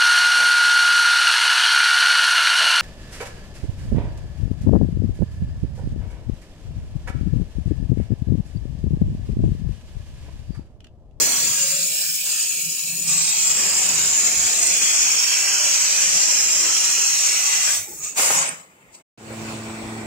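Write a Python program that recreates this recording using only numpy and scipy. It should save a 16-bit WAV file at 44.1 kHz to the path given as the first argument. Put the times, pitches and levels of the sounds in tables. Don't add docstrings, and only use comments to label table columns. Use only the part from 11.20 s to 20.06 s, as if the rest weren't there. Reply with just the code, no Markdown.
import sys
import numpy as np
from scipy import signal
from scipy.io import wavfile
from scipy.ndimage import uniform_filter1d

SR = 44100
rng = np.random.default_rng(int(sys.argv[2]) if len(sys.argv) > 2 else 0)


def dump_mix(stems):
    frames = np.atleast_2d(stems).T
    limited = np.clip(frames, -1, 1)
    pcm = np.round(limited * 32767).astype(np.int16)
    wavfile.write(sys.argv[1], SR, pcm)


N = 390726
HZ = np.fft.rfftfreq(1024, 1 / SR)
FRAME_S = np.arange(N // 256 + 5) * 256 / SR

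# (frequency [Hz], left [dB], right [dB], left-right likeness [-1..1])
EDGE_COLOUR = [(50, -34, -49, 0.62), (130, -20, -19.5, 0.22), (350, -26.5, -26.5, 0.45),
               (960, -20, -24, 0.3), (2030, -20.5, -18, 0.029), (2490, -13, -7, 1),
               (3500, -2.5, -11.5, 0.29), (3680, -15, -9.5, -0.26), (4800, -10.5, -5.5, -0.46),
               (6200, -8.5, -4.5, 0.25), (7170, 2.5, -11.5, 0.016), (7850, -5, -3.5, 0.06),
               (10900, -18, -16.5, 0.34), (15600, -7, -18, -0.1)]
KERF_COLOUR = [(50, -18, -31, 0.11), (130, -13.5, -31, -0.068), (350, -14, -27, 0.12),
               (880, -14, -18, 0.04), (1920, -14, -15.5, 0.12), (2550, -12.5, -12, 0.81),
               (3500, -9.5, -9.5, 0.23), (3920, -10.5, -15, 0.0039), (4830, -16, -4, -0.6),
               (6000, -4.5, -7.5, 0.17), (7400, 2.5, -1.5, 0.15), (8480, -13, -10, 0.095),
               (11150, -29, -30, 0.14), (15500, -19.5, -29.5, -0.068)]
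DEEP_COLOUR = [(50, -20.5, -38, 0.12), (130, -21.5, -24, 0.35), (352, -17.5, -26, 0.45),
               (900, -21, -21.5, 0.23), (2050, -15, -16, 0.18), (2590, -8.5, -11, 0.97),
               (3400, -6.5, -8, -0.27), (3740, -12, -12, -0.066), (5340, -10.5, -6.5, 0.15),
               (5390, -4, -1.5, -0.14), (7040, 0, -3.5, 0.074), (8040, -6.5, -8, 0.21),
               (11170, -26.5, -28.5, -0.029), (15500, -24.5, -33, 0.03)]
LEAK_COLOUR = [(49.9, -24, -23, 0.8), (130, -16, -14.5, 1), (350, -16, -15, 0.97),
               (900, -19.5, -20.5, 0.46), (1850, -18.5, -15, 0.083), (2520, -16, -17.5, 0.81),
               (3200, -19, -20, 0.005), (4000, -19, -15.5, -0.4), (5200, -22, -4, 0.37),
               (6080, 2, -6, -0.14), (6900, -3.5, 2, 0.59), (8100, -1.5, -3.5, 0.84),
               (11200, -18, -19.5, -0.18), (15500, -10.5, -17, -0.0069)]
PURGE_COLOUR = [(50, -33, -34.5, 0.34), (130, -20.5, -24.5, 0.8), (350, -21, -21, 0.88),
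                (874, -5.5, -6, 0.46), (1810, -7, -6, -0.2), (2500, -3, -5, 0.52), (3200, -7, -9, 0.07),
                (3960, -11, -11.5, -0.1), (5200, -5.5, -5, -0.33), (6000, -3, -2.5, 0.17),
                (6800, 3, -3.5, 0.16), (8500, -2.5, -2, 0.11), (11250, -13.5, -14.5, -0.075),
                (15500, -15, -21.5, 0.053)]
QUIET_COLOUR = [(50, -5, -4.5, 0.99), (130, 1.5, 2, 1), (350, 1, 0.5, 0.98), (900, -4, -2, 0.52),
                (1800, -4, -8.5, -0.11), (2530, -4, -2, 0.18), (3200, -6, -8, -0.01),
                (4040, -15.5, -11.5, 0.09), (5200, -9, -8, 0.3), (6140, -11, -10, -0.057),
                (7100, 2, -5, -0.02), (8300, -3.5, -4, -0.19), (11300, -22.5, -26, 0.18),
                (15500, -14, -18, 0.08)]
SHOP_COLOUR = [(50, -12, -18, 0.76), (78, 0, -1, 0.91), (105, 4.5, 5.5, 1), (260, -3, -1, .8),
               (400, -7, -4.5, 0.66), (880, -10.5, -11.5, 0.51), (1740, -15, -15.5, -0.34),
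               (2420, -12, -15.5, -0.076), (3130, -18, -18, 0.036), (4030, -24, -19.5, 0.05),
               (5200, -22, -21, 0.037), (6103, -21, -22, 0.04), (7100, -19.5, -19.5, 0.03),
               (8300, -17, -16, -0.46), (10800, -40, -34.5, 0.02), (15500, -27, -38.5, 0.05)]
# (frequency [Hz], level [dB])
LEFT_HOLLOWS = [(3200, 0), (4200, -4), (5200, -2.5), (7500, -0.5), (8200, -1.5), (8700, -9.5),
                (9400, -33.5), (10200, -5), (11000, -1.5)]

# (time [s], stage [0 edge, 1 kerf, 2 deep, 3 leak, 4 purge, 5 quiet])
STAGE_TIMES = [(1.82, 0), (1.9, 1), (3.0, 1), (3.8, 2), (6.55, 2), (6.66, 3), (6.94, 3), (6.97, 4),
               (7.28, 4), (7.45, 5)]
# (frequency [Hz], width [Hz], left [dB], right [dB])
EDGE_RIDGES = [(1680, 140, 3, 5.5), (2350, 300, 8, 4.5), (2710, 290, 6.5, 2.5), (3600, 158, -5.5, 0),
               (5700, 140, -4, -7)]
# (frequency [Hz], width [Hz], left [dB], right [dB])
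KERF_RIDGES = [(2470, 220, 6.5, 7.5), (2780, 81, 4.5, 4.5), (3700, 200, -6, -7), (4250, 140, -3, 1),
               (8300, 110, -0.5, 9)]
WAVER, WANDER = 0.65, 0.58
# (start [s], end [s], first frequency [Hz], last frequency [Hz], width [Hz], left [dB], right [dB])
GLIDING_BANDS = [(-.2, 1.3, 7343, 7300, 220, 8.5, 3), (-.2, 0.41, 7400, 7380, 200, -7.5, 0),
                 (-.2, 0.59, 5950, 5960, 250, -1, 5), (.4, 2.3, 8300, 7980, 250, 5, 8),
                 (.6, 1.9, 5270, 5390, 120, 9, 7.5), (.2, 0.71, 6900, 7000, 150, 8, -4),
                 (1.05, 1.95, 6900, 6980, 170, 15.5, 1), (1.75, 2.65, 7800, 7430, 250, 6.5, -5),
                 (1.8, 2.6, 7760, 7850, 200, -3.5, 3.5), (1.9, 3.7, 6900, 6800, 250, -3, 8),
                 (2.4, 4.3, 7150, 6900, 220, 4.5, 1.5), (3.1, 3.7, 7650, 7820, 200, 8.5, 2.5),
                 (3.3, 4.5, 6000, 5740, 200, -1.5, 5), (3.7, 5.6, 5430, 5140, 180, 0.5, 6.5),
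                 (4.8, 6.6, 7400, 7100, 250, 6, 2), (4.8, 6, 6200, 6030, 220, -7, 4.5),
                 (5.2, 5.9, 5540, 5850, 200, -3, 5.5), (6.0, 8.1, 8060, 7910, 250, 9, 1.5),
                 (6.2, 6.9, 7250, 6750, 200, 3.5, -0.5), (.95, 2.0, 2550, 2600, 400, 4.5, 4.5),
                 (-.1, .36, 3750, 3740, 180, -12, -12), (1.44, 1.8, 3680, 3500, 180, -11, -14),
                 (.45, 1.9, 5750, 5750, 120, -6, -6), (.36, 1.1, 900, 1200, 500, -12.5, -6.5),
                 (.42, 1.95, 2154, 2070, 130, -10, -15), (.4, 1.4, 1900, 1960, 90, -8.5, -10.5),
                 (1.15, 1.4, 1150, 1000, 300, -5, -1.5), (1.45, 1.86, 1460, 1470, 150, -9, -11),
                 (1.9, 2.7, 3550, 3500, 150, -4.5, -5), (3.0, 3.7, 3600, 3700, 220, -9, -9),
                 (3.98, 4.8, 3680, 3600, 220, -9.5, -7), (4.22, 4.49, 3720, 3760, 330, -19, -22),
                 (3.5, 3.85, 3680, 3700, 250, -12, -10.5), (4.8, 5.1, 3600, 3620, 220, -6, -10),
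                 (5.07, 5.2, 3850, 3800, 150, -8, -8), (5.4, 6, 3580, 3800, 200, -8, -7),
                 (5.75, 6.6, 4950, 5010, 150, -5, -11), (7.0, 7.13, 3700, 3310, 160, -9, -7),
                 (7.11, 7.26, 3850, 4130, 159, -10, -8), (7.25, 7.4, 4430, 4150, 300, -13.5, -13.5)]
GLIDE_FADE_S = 0.21
# (frequency [Hz], strength against direct sound [ratio], share common to both ports [0..1])
PLATE_ECHOES = [(100, 0.062, 0.11), (1000, 0.15, 0.86), (2970, 1, 0.43), (6040, 1, 0.78), (10000, 1, 0.58),
                (15000, 0.77, 0.57)]
LIFTED = .55
PATCH_DB = 2.5
FLICKER_DB, FLICKER_S = .5, 0.0047
# (start [s], end [s], corner frequency [Hz], level [dB])
BRIGHTENING = (6.07, 6.95, 10000, 4.9)
BAND_BORDERS = [600, 2100, 3800, 9000]

# (time [s], hiss [dB], roar [dB], rumble [dB])
CUT_LEVELS = [(0.0, -21.5, -36.5, -39.5), (0.3, -23, -41, -46), (0.45, -22.5, -42, -62),
              (0.67, -24.5, -46.5, -55), (0.75, -26, -49, -65), (0.84, -25.5, -47, -55),
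              (1.02, -29, -55.5, -68), (1.09, -24.5, -46.5, -57), (1.29, -24.5, -51, -62),
              (1.33, -26, -54.5, -59), (1.53, -27, -58.5, -59), (1.84, -29, -55.5, -52),
              (1.91, -20.5, -42, -53), (2.2, -21.5, -44, -57.5), (2.42, -20.5, -38, -43),
              (3.48, -20, -39, -45), (4.26, -20.5, -36.5, -54), (5.01, -20, -37.5, -47.5),
              (6.54, -21, -37, -56)]
# (time [s], kerf tone [dB], fizz [dB])
UPPER_LEVELS = [(0.0, -37, -29), (0.02, -34, -30), (0.33, -34.5, -34), (0.91, -38.5, -30.5),
                (1.17, -34, -34.5), (1.83, -41, -35), (1.9, -31.5, -34), (1.99, -33, -35.5),
                (3.45, -33, -35.5), (3.51, -29, -35), (4.31, -30, -36), (5.55, -32, -37),
                (6.47, -30, -35.5), (6.56, -33, -32.5)]
SHUT_S = 6.555
SHUT_RATES = [150, 174, 166, 179, 110]
# (start [s], rise [s], hold [s],
# sag over the hold [dB], fall [dB/s], hiss [dB], then rumble, roar, kerf tone and fizz against the hiss [dB])
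GAS_BLASTS = [(6.55, 0.021, 0.33, 1, 300, -41, -16, -21, -20, -4),
              (6.795, 0.042, .04, 0, 190, -31.5, -42, -22.5, -15, -13),
              (6.956, 0.026, .23, -3.5, 141, -19.5, -19.5, -10.5, -9.5, -9),
              (7.29, 0.015, 0.027, -8, 500, -45, -7, 2, 1, -8),
              (7.718, 0.032, 0.011, -7.5, 260, -44.5, -18, -23.5, -11.5, -19.5)]
RISE_DB = 20.5
PRESSURE_FOLLOW = [1.44, 0.86, 1.14, 1.04, 0.82]
BAND_LINGER = [0.33, 0.11, 0.16, 0.033, -0.29]
BEHIND_LEVELS = [-59, -62, -65, -65.5, -71]

# (middle [s], length [s], frequency [Hz], width of each smoothing [Hz], level [dB], left minus right [dB])
GAS_WHISTLES = [(6.421, 0.88, 750, 60, -55, -10), (6.456, 0.44, 1180, 70, -48, -10),
                (6.395, 0.41, 2750, 120, -44, -2), (6.486, 0.1, 1630, 200, -32.5, -2),
                (6.712, 0.15, 377, 150, -48, -2), (6.71, 0.12, 833, 60, -54, -14),
                (6.85, 0.29, 1228, 50, -54, 0), (6.903, 0.33, 2670, 200, -49, 9),
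                (6.861, 0.21, 6770, 200, -36.5, -17), (7.185, 0.055, 6840, 200, -21, 3),
                (7.286, 0.061, 8740, 300, -31.5, -13)]
# (length [s], frequency [Hz], peak [dB])
VALVE_THUMP = (0.13, 100, -47)
THUMP_S = 6.605
# (time [s], peak of the ring before its soft onset [dB])
SLUG_KNOCKS = [(6.993, -15), (7.102, -12.5)]
# (frequency [Hz], relative level [dB], decay by 60 dB [s])
SLUG_MODES = [(534, 1.5, 0.044), (800, 5, 0.057), (1080, -2, .05), (1900, -13, 0.025)]

# (middle [s], length [s], low moan [dB], high moan [dB])
FRAME_MOANS = [(0.041, 0.19, -55, -61), (0.533, 0.63, -48, -44), (0.878, 0.26, -54, -55.5),
               (1.12, 0.36, -67, -55.5), (1.47, 0.16, -46, -66), (1.701, 0.22, -44.5, -60),
               (1.9, 0.37, -37.5, -67), (2.304, 0.99, -50.5, -73), (2.798, 0.51, -54, -61),
               (4.923, 0.29, -49.5, -64), (5.426, 0.27, -61, -50.5), (6.455, 0.37, -56, -80),
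               (7.002, 0.11, -62, -53), (7.17, 0.23, -44, -45), (7.329, 0.26, -52, -56)]
# (frequency [Hz], width of each smoothing [Hz])
FRAME_MODES = [(168, 30), (550, 37)]
MURMUR_DB, MURMUR_WANDER_DB = [[-68.5], [-80]], 2.5
REST_S, REST_DB = 7.5, 10

WASH_DB, WASH_START_DB, WASH_RISE_S = -39, -15, 0.095
TREBLE_DB, TREBLE_SAG_DB_PER_S = -3.5, -4.5
# (middle [s], length [s], level [dB])
TREBLE_BLOOM = (8.29, 0.27, 3.6)
HUM_HZ = 110.7
HUM_START_DB, HUM_RISE_S = -20, 0.069
# (multiple [ratio], rms level [dB])
HUM_PARTIALS = [(1, -40), (2, -37.5), (2.999, -43), (3.81, -52.5), (5, -60), (6, -51.5)]
# (middle [s], length [s], level [dB])
HUM_SAG = (8.55, .3, -6)
WHINE_HZ = 8001
WHINE_LEVELS = [
    [-59],
    [-47.5],
]
# (middle [s], length [s], level [dB])
WHINE_SAG = (8.25, .36, -14)

# (start [s], end [s])
SILENCE = (7.826, 7.975)
CEILING = .8
BAND_LIMIT_HZ = 15780
EVEN_SHARE, EVEN_S, EVEN_ABOVE_DB = 0.77, 0.26, -27


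def jet():
    stages = [ridged(colour(EDGE_COLOUR), EDGE_RIDGES),
              ridged(colour(KERF_COLOUR), KERF_RIDGES),
              ridged(colour(DEEP_COLOUR), KERF_RIDGES)]
    stages += [colour(rows)[:, :, None] for rows in (LEAK_COLOUR, PURGE_COLOUR, QUIET_COLOUR)]
    stage = np.interp(FRAME_S, *np.transpose(STAGE_TIMES))
    share = np.maximum(1 - abs(stage - np.arange(len(stages))[:, None]), 0)
    look = sum(s * w for s, w in zip(stages, share))

    echo_hz, strength, common = np.transpose(PLATE_ECHOES)
    echo = np.interp(HZ, echo_hz, strength)[:, None] * (1 - LIFTED * share[4])
    comb_db = 20 * np.log10(abs(1 + echo * paths(2, 70)) / np.sqrt(1 + echo ** 2))
    kinship = np.interp(HZ, echo_hz, common)[:, None]
    turned = np.clip(kinship, 0, .99) * np.exp(1j * np.angle(paths(6, 120)[0]))

    eddies_db = 2.5 * blotches(2, 16) * (1 + 0.56 * np.exp(-HZ / 1500))[:, None]
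    patches_db = PATCH_DB * share[0] * blotches(8, 12, channels=1) / (1 + (HZ[:, None] / 2200) ** 4)
    flutter_db = 0.5 * blotches(250, 3, channels=1)

    start, end, above_hz, bright_db = BRIGHTENING
    bright_fade = np.clip(np.minimum(FRAME_S - start, end - FRAME_S) / .04, 0, 1)
    top_shelf = 1 / (1 + np.exp((above_hz - HZ) / 500))
    look[:2] += bright_db * np.outer(top_shelf, bright_fade) + glides() + comb_db

    parts = noise_parts(look, eddies_db + patches_db + flutter_db, BAND_BORDERS, turned)
    gas = sum(level * part for level, part in zip(pressure(), parts))
    unevenness = evened(resonate(rng.standard_normal(N), 0, 1 / (np.pi * FLICKER_S)))
    return gain_of(FLICKER_DB * unevenness) * gas * (np.arange(N) < SILENCE[1] * SR)


def pressure():
    t = np.arange(N) / SR
    follow, linger = np.array(PRESSURE_FOLLOW)[:, None], np.array(BAND_LINGER)[:, None]
    hiss_db, roar_db, rumble_db = curve(CUT_LEVELS)
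    tone_db, fizz_db = curve(UPPER_LEVELS)
    cut_db = np.array([rumble_db, roar_db, tone_db, hiss_db, fizz_db])
    shut_db = np.outer(SHUT_RATES, np.maximum(t - SHUT_S, 0))
    power = gain_of(cut_db - shut_db) ** 2 + gain_of(BEHIND_LEVELS)[:, None] ** 2
    for s, rise, hold, sag_db, fall_db, db, rumble, roar, tone, fizz in GAS_BLASTS:
        since_top = t - s - rise
        up_db = RISE_DB * np.minimum(since_top / rise, 0)
        sagging_db = sag_db * np.clip(since_top / hold, 0, 1)
        falling_db = fall_db * np.maximum(since_top - hold * (1 + linger), 0)
        band_db = db + np.array([[rumble], [roar], [tone], [0], [fizz]])
        power = power + gain_of(band_db + up_db + follow * (sagging_db - falling_db)) ** 2
    return np.sqrt(power)


def ridged(look, rows):
    out = look[:, :, None] * np.ones(len(FRAME_S))
    size = (len(rows), len(FRAME_S))
    waver = evened(uniform_filter1d(rng.standard_normal(size), 14, axis=1))
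    stray = WANDER * evened(uniform_filter1d(rng.standard_normal(size), 24, axis=1))
    depth = np.maximum(1 + WAVER * waver, 0)
    for (hz, width, left_db, right_db), deep, off in zip(rows, depth, stray):
        hollow = left_db + right_db < 0
        distance = (HZ[:, None] - hz - hollow * off * width) / (width / 2)
        shape = (deep if hollow else 1) / (1 + distance ** 2)
        out[:2] += np.array([left_db, right_db])[:, None, None] * shape
    return out


def glides():
    out = np.zeros((2, len(HZ), len(FRAME_S)))
    for start, end, first_hz, last_hz, width, left_db, right_db in GLIDING_BANDS:
        hz = np.interp(FRAME_S, [start, end], [first_hz, last_hz])
        fade_s = min(GLIDE_FADE_S, (end - start) / 4)
        fade = np.clip(np.minimum(FRAME_S - start, end - FRAME_S) / fade_s, 0, 1)
        on = fade > 0
        steepness = 4 if left_db + right_db < 0 else 2
        shape = fade[on] / (1 + ((HZ[:, None] - hz[on]) / (width / 2)) ** steepness)
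        out[:, :, on] += np.array([left_db, right_db])[:, None, None] * shape
    return out


def paths(bins, frames):
    return (blotches(bins, frames) + 1j * blotches(bins, frames)) / np.sqrt(2)


def whistles():
    out = np.zeros((2, N))
    for s, length, hz, width, db, pan_db in GAS_WHISTLES:
        tone = evened(resonate(rng.standard_normal(N), hz, width))
        out += gain_of([[db + pan_db / 2], [db - pan_db / 2]]) * swell(s, length) * tone
    return out


def slug():
    out, t = np.zeros(N), np.arange(5000) / SR
    ring = sum(gain_of(db - 60 * t / t60) * np.sin(2 * np.pi * hz * t) for hz, db, t60 in SLUG_MODES)
    ring = ring / abs(ring).max()
    band = signal.butter(2, [300, 2500], "bandpass", fs=SR, output="sos")
    onset = 1 - np.exp(-t / 0.0018)
    for s, db in SLUG_KNOCKS:
        scrape = evened(signal.sosfilt(band, rng.standard_normal(len(t))))
        grit = gain_of(-7.0 - 60 * t / 0.069) * scrape
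        out[round(s * SR):][:len(t)] += gain_of(db) * (ring + grit) * onset
    return out


def valve():
    length, hz, db = VALVE_THUMP
    return gain_of(db) * swell(THUMP_S, length) * np.sin(2 * np.pi * hz * np.arange(N) / SR)


def gantry():
    t = np.arange(N) / SR
    rings = [evened(resonate(rng.standard_normal(N), hz, width)) for hz, width in FRAME_MODES]
    wander = np.array([evened(resonate(rng.standard_normal(N), 0, 7.1)) for _ in FRAME_MODES])
    level = gain_of(MURMUR_DB + MURMUR_WANDER_DB * wander - REST_DB * (t > REST_S))
    for s, length, low_db, high_db in FRAME_MOANS:
        level = level + gain_of([[low_db], [high_db]]) * swell(s, length)
    return (level * rings).sum(0) * (t < SILENCE[1])


def shop():
    t = np.arange(N) / SR
    since = np.maximum(t - SILENCE[1], 0)
    look = colour(SHOP_COLOUR)[:, :, None] * np.ones(len(FRAME_S))
    field_db = 1.7 * blotches(4, 120) + 2.1 * blotches(15, 10)
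    rumble, wash, treble = noise_parts(look, field_db, [400, 2500], turned=.0)
    fade = gain_of(WASH_START_DB * np.exp(-since / WASH_RISE_S))
    bloom_db = TREBLE_BLOOM[2] * swell(*TREBLE_BLOOM[:2])
    treble_db = TREBLE_DB + TREBLE_SAG_DB_PER_S * since + bloom_db
    air = gain_of(WASH_DB) * fade * (gain_of(-2.0) * rumble + wash + gain_of(treble_db) * treble)

    waver = [evened(uniform_filter1d(rng.standard_normal(N), 2500)) for _ in HUM_PARTIALS]
    sag_db = HUM_SAG[2] * swell(*HUM_SAG[:2])
    hum = np.zeros(N)
    for (k, db), w in zip(HUM_PARTIALS, waver):
        phase = 2 * np.pi * (k * HUM_HZ * t + 0.036 * w[::-1] + rng.random())
        hum += gain_of(db + .6 * w + (k == 1) * sag_db) * np.sin(phase)
    whine_db = 1.2 * waver[-1] + WHINE_SAG[2] * swell(*WHINE_SAG[:2])
    whine = gain_of(WHINE_LEVELS) * gain_of(whine_db) * np.sin(2 * np.pi * WHINE_HZ * t)
    rise = gain_of(HUM_START_DB * np.exp(-since / HUM_RISE_S))
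    tones = np.sqrt(2) * rise * (hum + whine)
    return (air + tones) * (t >= SILENCE[1])


def noise_parts(look, field_db, borders_hz, turned):
    a, b, c, d = rng.standard_normal((len(FRAME_S), len(HZ), 4)).T
    same = look[2]
    left, right = size = gain_of(look[:2]) * (HZ < BAND_LIMIT_HZ)[:, None]
    unlike = np.sqrt(1 - same ** 2)
    first = a + 1j * b
    other = turned * first + np.sqrt(1 - abs(turned) ** 2) * (c + 1j * d)
    z = size * gain_of(field_db) * np.array([first, same * first + unlike * other])
    both = left ** 2 + right ** 2 + 1e-20
    middle = (both + 2 * same * left * right) / 4
    shift = unlike * np.real(turned) * right * (left + same * right) / 2
    z = z * np.sqrt(abs(middle + both / 16) / abs(middle + shift + both / 16))
    above = [1 / (1 + np.exp(-(HZ - f) / 40)) for f in borders_hz]
    above = [np.ones(len(HZ))] + above + [0 * HZ]
    parts = []
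    for low, high in zip(above, above[1:]):
        share = (low - high)[:, None]
        steady = z * np.sqrt(share / (share * middle).sum(0))
        part = signal.istft(steady, nperseg=1024, noverlap=768)[1][:, :N]
        parts.append(part / np.std(part.mean(0)))
    return parts


def colour(rows):
    hz, *columns = np.transpose(rows)
    hollow_hz, hollow_db = np.transpose(LEFT_HOLLOWS)
    out = np.array([np.interp(np.log(HZ + 1), np.log(hz), c) for c in columns])
    out[0] += np.interp(np.log(HZ + 1), np.log(hollow_hz), hollow_db)
    return out


def blotches(bins, frames, channels=2):
    field = rng.standard_normal((len(FRAME_S), len(HZ), channels)).T
    field = uniform_filter1d(field, bins, axis=1)
    return evened(uniform_filter1d(field, frames, axis=2))


def resonate(x, hz, width):
    turn = np.exp(2j * np.pi * hz * np.arange(len(x)) / SR)
    r = np.exp(-np.pi * width / SR)
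    once = signal.lfilter([1], [1, -r], x / turn)
    return (turn * signal.lfilter([1], [1, -r], once)).real


def swell(s, length):
    return np.cos(np.pi * np.clip((np.arange(N) / SR - s) / length, -.5, .5)) ** 2


def curve(rows):
    s, *columns = np.transpose(rows)
    return np.array([np.interp(np.arange(N) / SR, s, c) for c in columns])


def evened(x):
    return x / np.sqrt(np.mean(x ** 2) + 1e-20)


def gain_of(db):
    return 10 ** (np.asarray(db) / 20)


def scene():
    return jet() + whistles() + slug() + valve() + gantry() + shop()


def record(dry):
    t = np.arange(N) / SR
    heard = signal.sosfilt(signal.butter(2, 45, "highpass", fs=SR, output="sos"), dry)
    power = abs(uniform_filter1d(heard ** 2, round(EVEN_S * SR), axis=1)) + gain_of(EVEN_ABOVE_DB) ** 2
    heard = heard * (power.mean(0) / power) ** (EVEN_SHARE / 2)
    heard = CEILING * np.tanh(heard / CEILING)
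    running = np.clip(np.maximum((SILENCE[0] - t) / 0.019, (t - SILENCE[1]) / 0.0022), 0, 1)
    band_limit = signal.firwin(511, BAND_LIMIT_HZ, window=("kaiser", 9), fs=SR)
    return signal.oaconvolve(heard * running, band_limit[None], "same")


dry = scene()
out = record(dry)
dump_mix(out)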